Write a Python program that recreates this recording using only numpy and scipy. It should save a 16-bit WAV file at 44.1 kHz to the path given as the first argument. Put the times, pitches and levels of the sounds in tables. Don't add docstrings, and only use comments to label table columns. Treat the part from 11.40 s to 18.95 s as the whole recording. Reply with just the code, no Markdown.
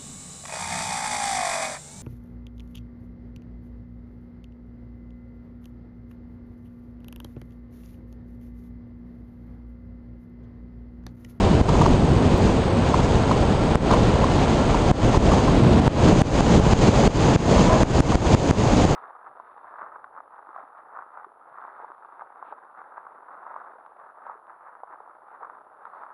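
import sys
import numpy as np
from scipy import signal
from scipy.fft import rfft, irfft, next_fast_len
from scipy.io import wavfile
from scipy.ndimage import minimum_filter1d, map_coordinates

SR = 44100
rng = np.random.default_rng(int(sys.argv[2]) if len(sys.argv) > 2 else 0)


def unload_wav(signal):
    wavfile.write(
        sys.argv[1],
        SR,
        np.round(np.clip(np.atleast_2d(signal).T, -1, 1) * 32767).astype(np.int16),
    )


N = 332955


def amp(db):
    return 10 ** (np.asarray(db) / 20)


def unit(x):
    return x / np.sqrt(np.mean(x ** 2) + 1e-20)


def envelope(points):
    s, db = np.transpose(points)
    return np.interp(np.arange(N) / SR, s, db)


def swell(crest_s, length_s):
    return np.cos(np.pi * np.clip((np.arange(N) / SR - crest_s) / length_s, -.5, .5)) ** 2


def wobble(rate_hz):
    return map_coordinates(rng.standard_normal(N // 8), [np.arange(N) * rate_hz / SR])


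def gain_at(points, hz):
    f, db = np.transpose(points)
    return amp(np.interp(np.log(hz + 1), np.log(f), db))


def filtered(x, response):
    size = next_fast_len(N + SR // 2)
    return irfft(rfft(x, size) * response(np.fft.rfftfreq(size, 1 / SR)), size)[:N]


def noise(spectrum):
    return unit(filtered(rng.standard_normal(N), lambda hz: gain_at(spectrum, hz)))


def add(track, s, sound):
    part = track[max(round(s * SR), 0):][:len(sound)]
    part += sound[:len(part)]


# t/s, level/dB
WHINE_ENVELOPE = [(4.2, -41.5), (7.55, -46)]
def whine(hz=8078):
    return amp(envelope(WHINE_ENVELOPE)) * np.sin(2 * np.pi * hz * np.arange(N) / SR)


def tick(at_s=0.98, peak_db=-21, decay_s=.0003):
    track = np.zeros(N)
    t = np.arange(SR // 128) / SR
    add(track, at_s, amp(peak_db) * np.exp(-t / decay_s))
    return track


def wire_whistle(centre_hz=1352, width_hz=29, level_db=-39.5):
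    note = filtered(rng.standard_normal(N), lambda hz: np.exp(-((hz - centre_hz) / width_hz) ** 2 / 2))
    return amp(level_db) * swell(crest_s=2.9, length_s=4.6) * unit(note)


# f/Hz, level/dB
CAVITY_NOTES = [(640, -17.5), (1025, -21.5), (1660, -33)]
def cavity_howl(pitch_waver=0.0205, rough_db=3.5):
    notes = np.zeros(N)
    for hz, db in CAVITY_NOTES:
        phase = 2 * np.pi * np.cumsum(hz * (1 + pitch_waver * wobble(120))) / SR
        notes += amp(db + rough_db * wobble(140)) * np.sin(phase)
    return swell(crest_s=6.333, length_s=.095) * notes


# crest t/s, length/s, added wind level/dB, further rush level/dB
GUST_SWELLS = [(0.415, 0.49, 2.5, -1), (2.536, 0.099, 3.5, 0.5), (3.953, 0.25, 1.5, 0.5),
               (4.685, 0.13, 5, 2), (5.134, 0.12, 3, -1), (6.19, 0.3, 2.5, -0.5), (6.335, 0.1, 0.7, 2.7),
               (6.728, 0.095, 1, -2.5), (6.967, 0.23, 4.5, -2), (7.407, 0.5, 5, -1.5)]
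def gusts(surge_db=1.3, surge_s=0.12):
    gust_db = sum(db * swell(s, length) for s, length, db, _ in GUST_SWELLS)
    surges = sum(swell(s, surge_s) for s, _, _ in EDDY_IMPACTS)
    extra_rush_db = sum(db * swell(s, length) for s, length, _, db in GUST_SWELLS)
    return gust_db + surge_db * surges, extra_rush_db


# f/Hz, relative level/dB
BUFFET_SPECTRUM = [(12, -22), (25, -5), (60, -1.5), (120, -1), (200, -3.5), (300, -6), (450, -11),
                   (700, -25.5), (1500, -49.5)]
THROB_SPECTRUM = [(90, -25), (160, -4), (230, -0.5), (330, -3), (450, -7), (800, -48)]
RUSH_SPECTRUM = [(200, -53), (400, -3), (550, 0.5), (750, -1.5), (1000, -4.5), (1250, -11), (1600, -16),
                 (2500, -28.5), (5000, -68)]
HISS_SPECTRUM = [(700, -16.5), (1500, -1.5), (2300, 0), (3100, -0.5), (3900, -4), (4700, -6.5), (5600, -13),
                 (7000, -25), (11000, -18)]
SIZZLE_SPECTRUM = [(2500, -25), (4000, 1), (4800, 4.5), (5600, 0.5), (6400, 8.5), (7100, 6), (8000, 3),
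                   (11000, -9.5)]
# t/s, level/dB
FLOW_ENVELOPE = [(0, 3), (.16, -1.5), (.7, -2), (1.05, -0.5), (1.3, -1.5), (1.58, 0), (2.2, -1), (2.9, 1.3),
                 (3.55, 0.5), (4.25, 1), (5.0, 1.5), (5.4, 4), (6.6, 1.5), (7.55, -2.5)]
# t/s, level/dB
BUFFET_ENVELOPE = [(0, -16.5), (.4, -18), (.8, -16), (1.4, -19.5), (2.4, -17.5), (3.2, -18.5),
                   (3.85, -16.5), (4.05, -18), (4.2, -13.5), (4.36, -14), (4.48, -17.5), (4.67, -14.5),
                   (4.8, -16.5), (5.02, -18), (5.13, -14), (5.3, -15), (6.2, -16), (6.7, -18), (7.55, -21)]
# t/s, level/dB
SIZZLE_ENVELOPE = [(0, -9), (.42, -6), (.62, -9), (.95, -9), (1.1, -5.5), (1.3, -14), (1.54, -5.5),
                   (2.25, -10), (2.52, -9), (3.15, -7), (3.7, -6), (3.95, -4), (4.28, -12), (4.75, -3.5),
                   (7.55, -2.5)]
def wind(cruise_rush_db=-24, cruise_hiss_db=-34.5):
    flow_db = envelope(FLOW_ENVELOPE)
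    buffet_db = envelope(BUFFET_ENVELOPE)
    gust_db, extra_rush_db = gusts()
    flutter = wobble(45)
    pressure = noise(BUFFET_SPECTRUM)
    buffet = amp(buffet_db) * unit(pressure * amp(1.3 * flutter))
    throb_db = 7.5 + 2.22 * buffet_db
    throb = amp(throb_db) * unit(noise(THROB_SPECTRUM) * amp(2.0 * flutter))
    rush_db = cruise_rush_db + 0.79 * flow_db + extra_rush_db
    rush = amp(rush_db) * unit(noise(RUSH_SPECTRUM) * amp(0.14 * flutter + 0.62 * wobble(160)))
    pulsing = amp(0.94 * flutter + pressure)
    hiss = unit(noise(HISS_SPECTRUM) * pulsing)
    sizzle = amp(envelope(SIZZLE_ENVELOPE)) * unit(noise(SIZZLE_SPECTRUM) * pulsing)
    treble = amp(cruise_hiss_db + flow_db) * (hiss + sizzle)
    return amp(gust_db) * (buffet + throb + rush + treble)


# t/s, peak level/dB, f/Hz, number of puffs, puff spacing/s
PORT_EDDIES = [(.2863, -13, 1000, 1, .004), (0.2908, -11.5, 1050, 2, 0.0031), (.3511, -15, 1030, 2, .0031),
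               (.4139, -11, 990, 3, .0042), (.4576, -9.5, 980, 2, .0046), (1.5402, -9, 1010, 2, 0.0029),
               (1.5905, -14, 970, 1, .004), (1.9115, -10, 1050, 2, .0039), (2.5054, -14, 1020, 2, .0039),
               (2.5125, -9, 1050, 1, .004), (2.5366, -7.5, 1005, 2, .005), (2.5405, -9, 650, 2, 0.00444),
               (2.8404, -8.5, 1040, 2, 0.00303), (3.345, -11, 970, 2, .0042), (3.7452, -10, 940, 1, .004),
               (3.9147, -14, 1080, 3, 0.00337), (3.9341, -15, 950, 2, .0033),
               (4.077, -14.5, 1020, 3, .0039), (5.8865, -15, 680, 1, .004), (6.18, -14, 1000, 1, .004),
               (6.2971, -12, 950, 2, .0038), (6.7204, -13.5, 1020, 2, .0042), (7.3695, -18, 700, 1, .004)]
def port_hoots(rise_s=.0013, scatter_db=1.5, scatter_s=.00005):
    ring = np.zeros(N)
    t = np.arange(SR // 64) / SR
    shape = (t / rise_s) ** 2 * np.exp(2 - 2 * t / rise_s)
    for s, db, hz, count, gap in PORT_EDDIES:
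        for k in range(round(count)):
            late, louder = rng.standard_normal(2)
            puff = amp(db + scatter_db * louder) * shape * np.sin(2 * np.pi * hz * t)
            add(ring, s + k * gap + scatter_s * late, puff)
    spit = 0.75 * noise(HISS_SPECTRUM) + 1.4 * rng.standard_normal(N)
    return ring + amp(-16) * np.maximum(ring, 0) * spit


# t/s, peak level of the kick/dB, rise time of the front/s
EDDY_IMPACTS = [(0.2136, 3.5, .001), (2.3561, 7, .0004), (3.5138, 7, 0.00099), (3.7745, 3.5, 0.0013),
                (4.4, -1.2, .001), (4.4786, 7.5, 0.00056), (4.729, -2, .0008), (4.8184, 8, 0.00038),
                (5.008, -0.7, .0006), (5.199, 1, 0.0005), (5.3342, 4.2, .0008), (5.492, -2, .001),
                (5.6769, 7, 0.0013), (5.961, 7.2, 0.0007), (6.433, 7, 0.00052), (6.6051, 6.5, .0005),
                (6.7555, 5.5, 0.00065), (6.9494, 3.5, 0.00046), (7.1108, 4, 0.00039),
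                (7.452, -2.3, 0.00071)]
def slams(suction_s=0.0016, leak_s=0.0022, crack_s=0.00044):
    track, lead = np.zeros(N), SR // 128
    t = (np.arange(SR // 32) - lead) / SR
    after = np.maximum(t, 0)
    for s, db, rise_s in EDDY_IMPACTS:
        front = 1 - np.exp(-(after / rise_s) ** 2)
        suction = (front - 1) * np.exp(-(t / suction_s + .5) ** 2)
        kick = front * np.exp(-after / leak_s)
        bright_noise = np.diff(rng.standard_normal(len(t) + 1))
        crack = (crack_s / rise_s) ** 2 * np.exp(-(t / crack_s + .5) ** 2) * bright_noise
        add(track, s - lead / SR, amp(-8) * suction + amp(db) * kick / kick.max() + amp(-17) * crack)
    return track


def choke(threshold_db=-4, loss_per_db=0.2, onset_s=0.0041, pinned_s=0.01):
    loss_db = np.zeros(N)
    t = np.arange(SR // 16) / SR
    pinned = (1 - np.exp(-(t / onset_s) ** 4)) * np.exp(-(t / pinned_s) ** 2)
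    for s, db, _ in EDDY_IMPACTS:
        add(loss_db, s, loss_per_db * (db - threshold_db) * pinned)
    return amp(-loss_db)


def scene():
    airflow = wind() + wire_whistle() + cavity_howl()
    return (choke() * airflow + port_hoots() + slams() + whine())[None]


def gain_control(x, ceiling_db=-3.0, overshoot=1.3, attack_s=0.00004, hold_s=0.011, release_db_per_s=118):
    level_db = 20 * np.log10(np.abs(x) + 1e-9)
    demand_db = overshoot * np.maximum(level_db - ceiling_db, 0)
    span = round(hold_s * SR)
    held_db = -minimum_filter1d(-demand_db, span, origin=(span - 1) // 2)
    climb_db = release_db_per_s * np.arange(N) / SR
    cut_db = np.maximum.accumulate(held_db + climb_db) - climb_db
    pole = np.exp(-1 / (attack_s * SR))
    return x * amp(-signal.lfilter([1 - pole], [1, -pole], cut_db))


# f/Hz, level/dB
CAMERA_RESPONSE = [(5, -28), (22, 0), (7100, -1.5), (7900, -8), (8700, -10.5), (9700, -11), (10800, -19.5),
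                   (11100, -15.5)]
def record(dry, saturation=.8, mic_top_hz=11100, band_top_hz=15800):
    limited = gain_control(dry[0])
    rounded = limited / (1 + (limited / saturation) ** 6) ** (1 / 6)
    coloured = filtered(rounded, lambda hz: gain_at(CAMERA_RESPONSE, hz) * (hz < mic_top_hz))
    return filtered(coloured + tick(), lambda hz: hz < band_top_hz)[None]


dry = scene()
out = record(dry)
unload_wav(out)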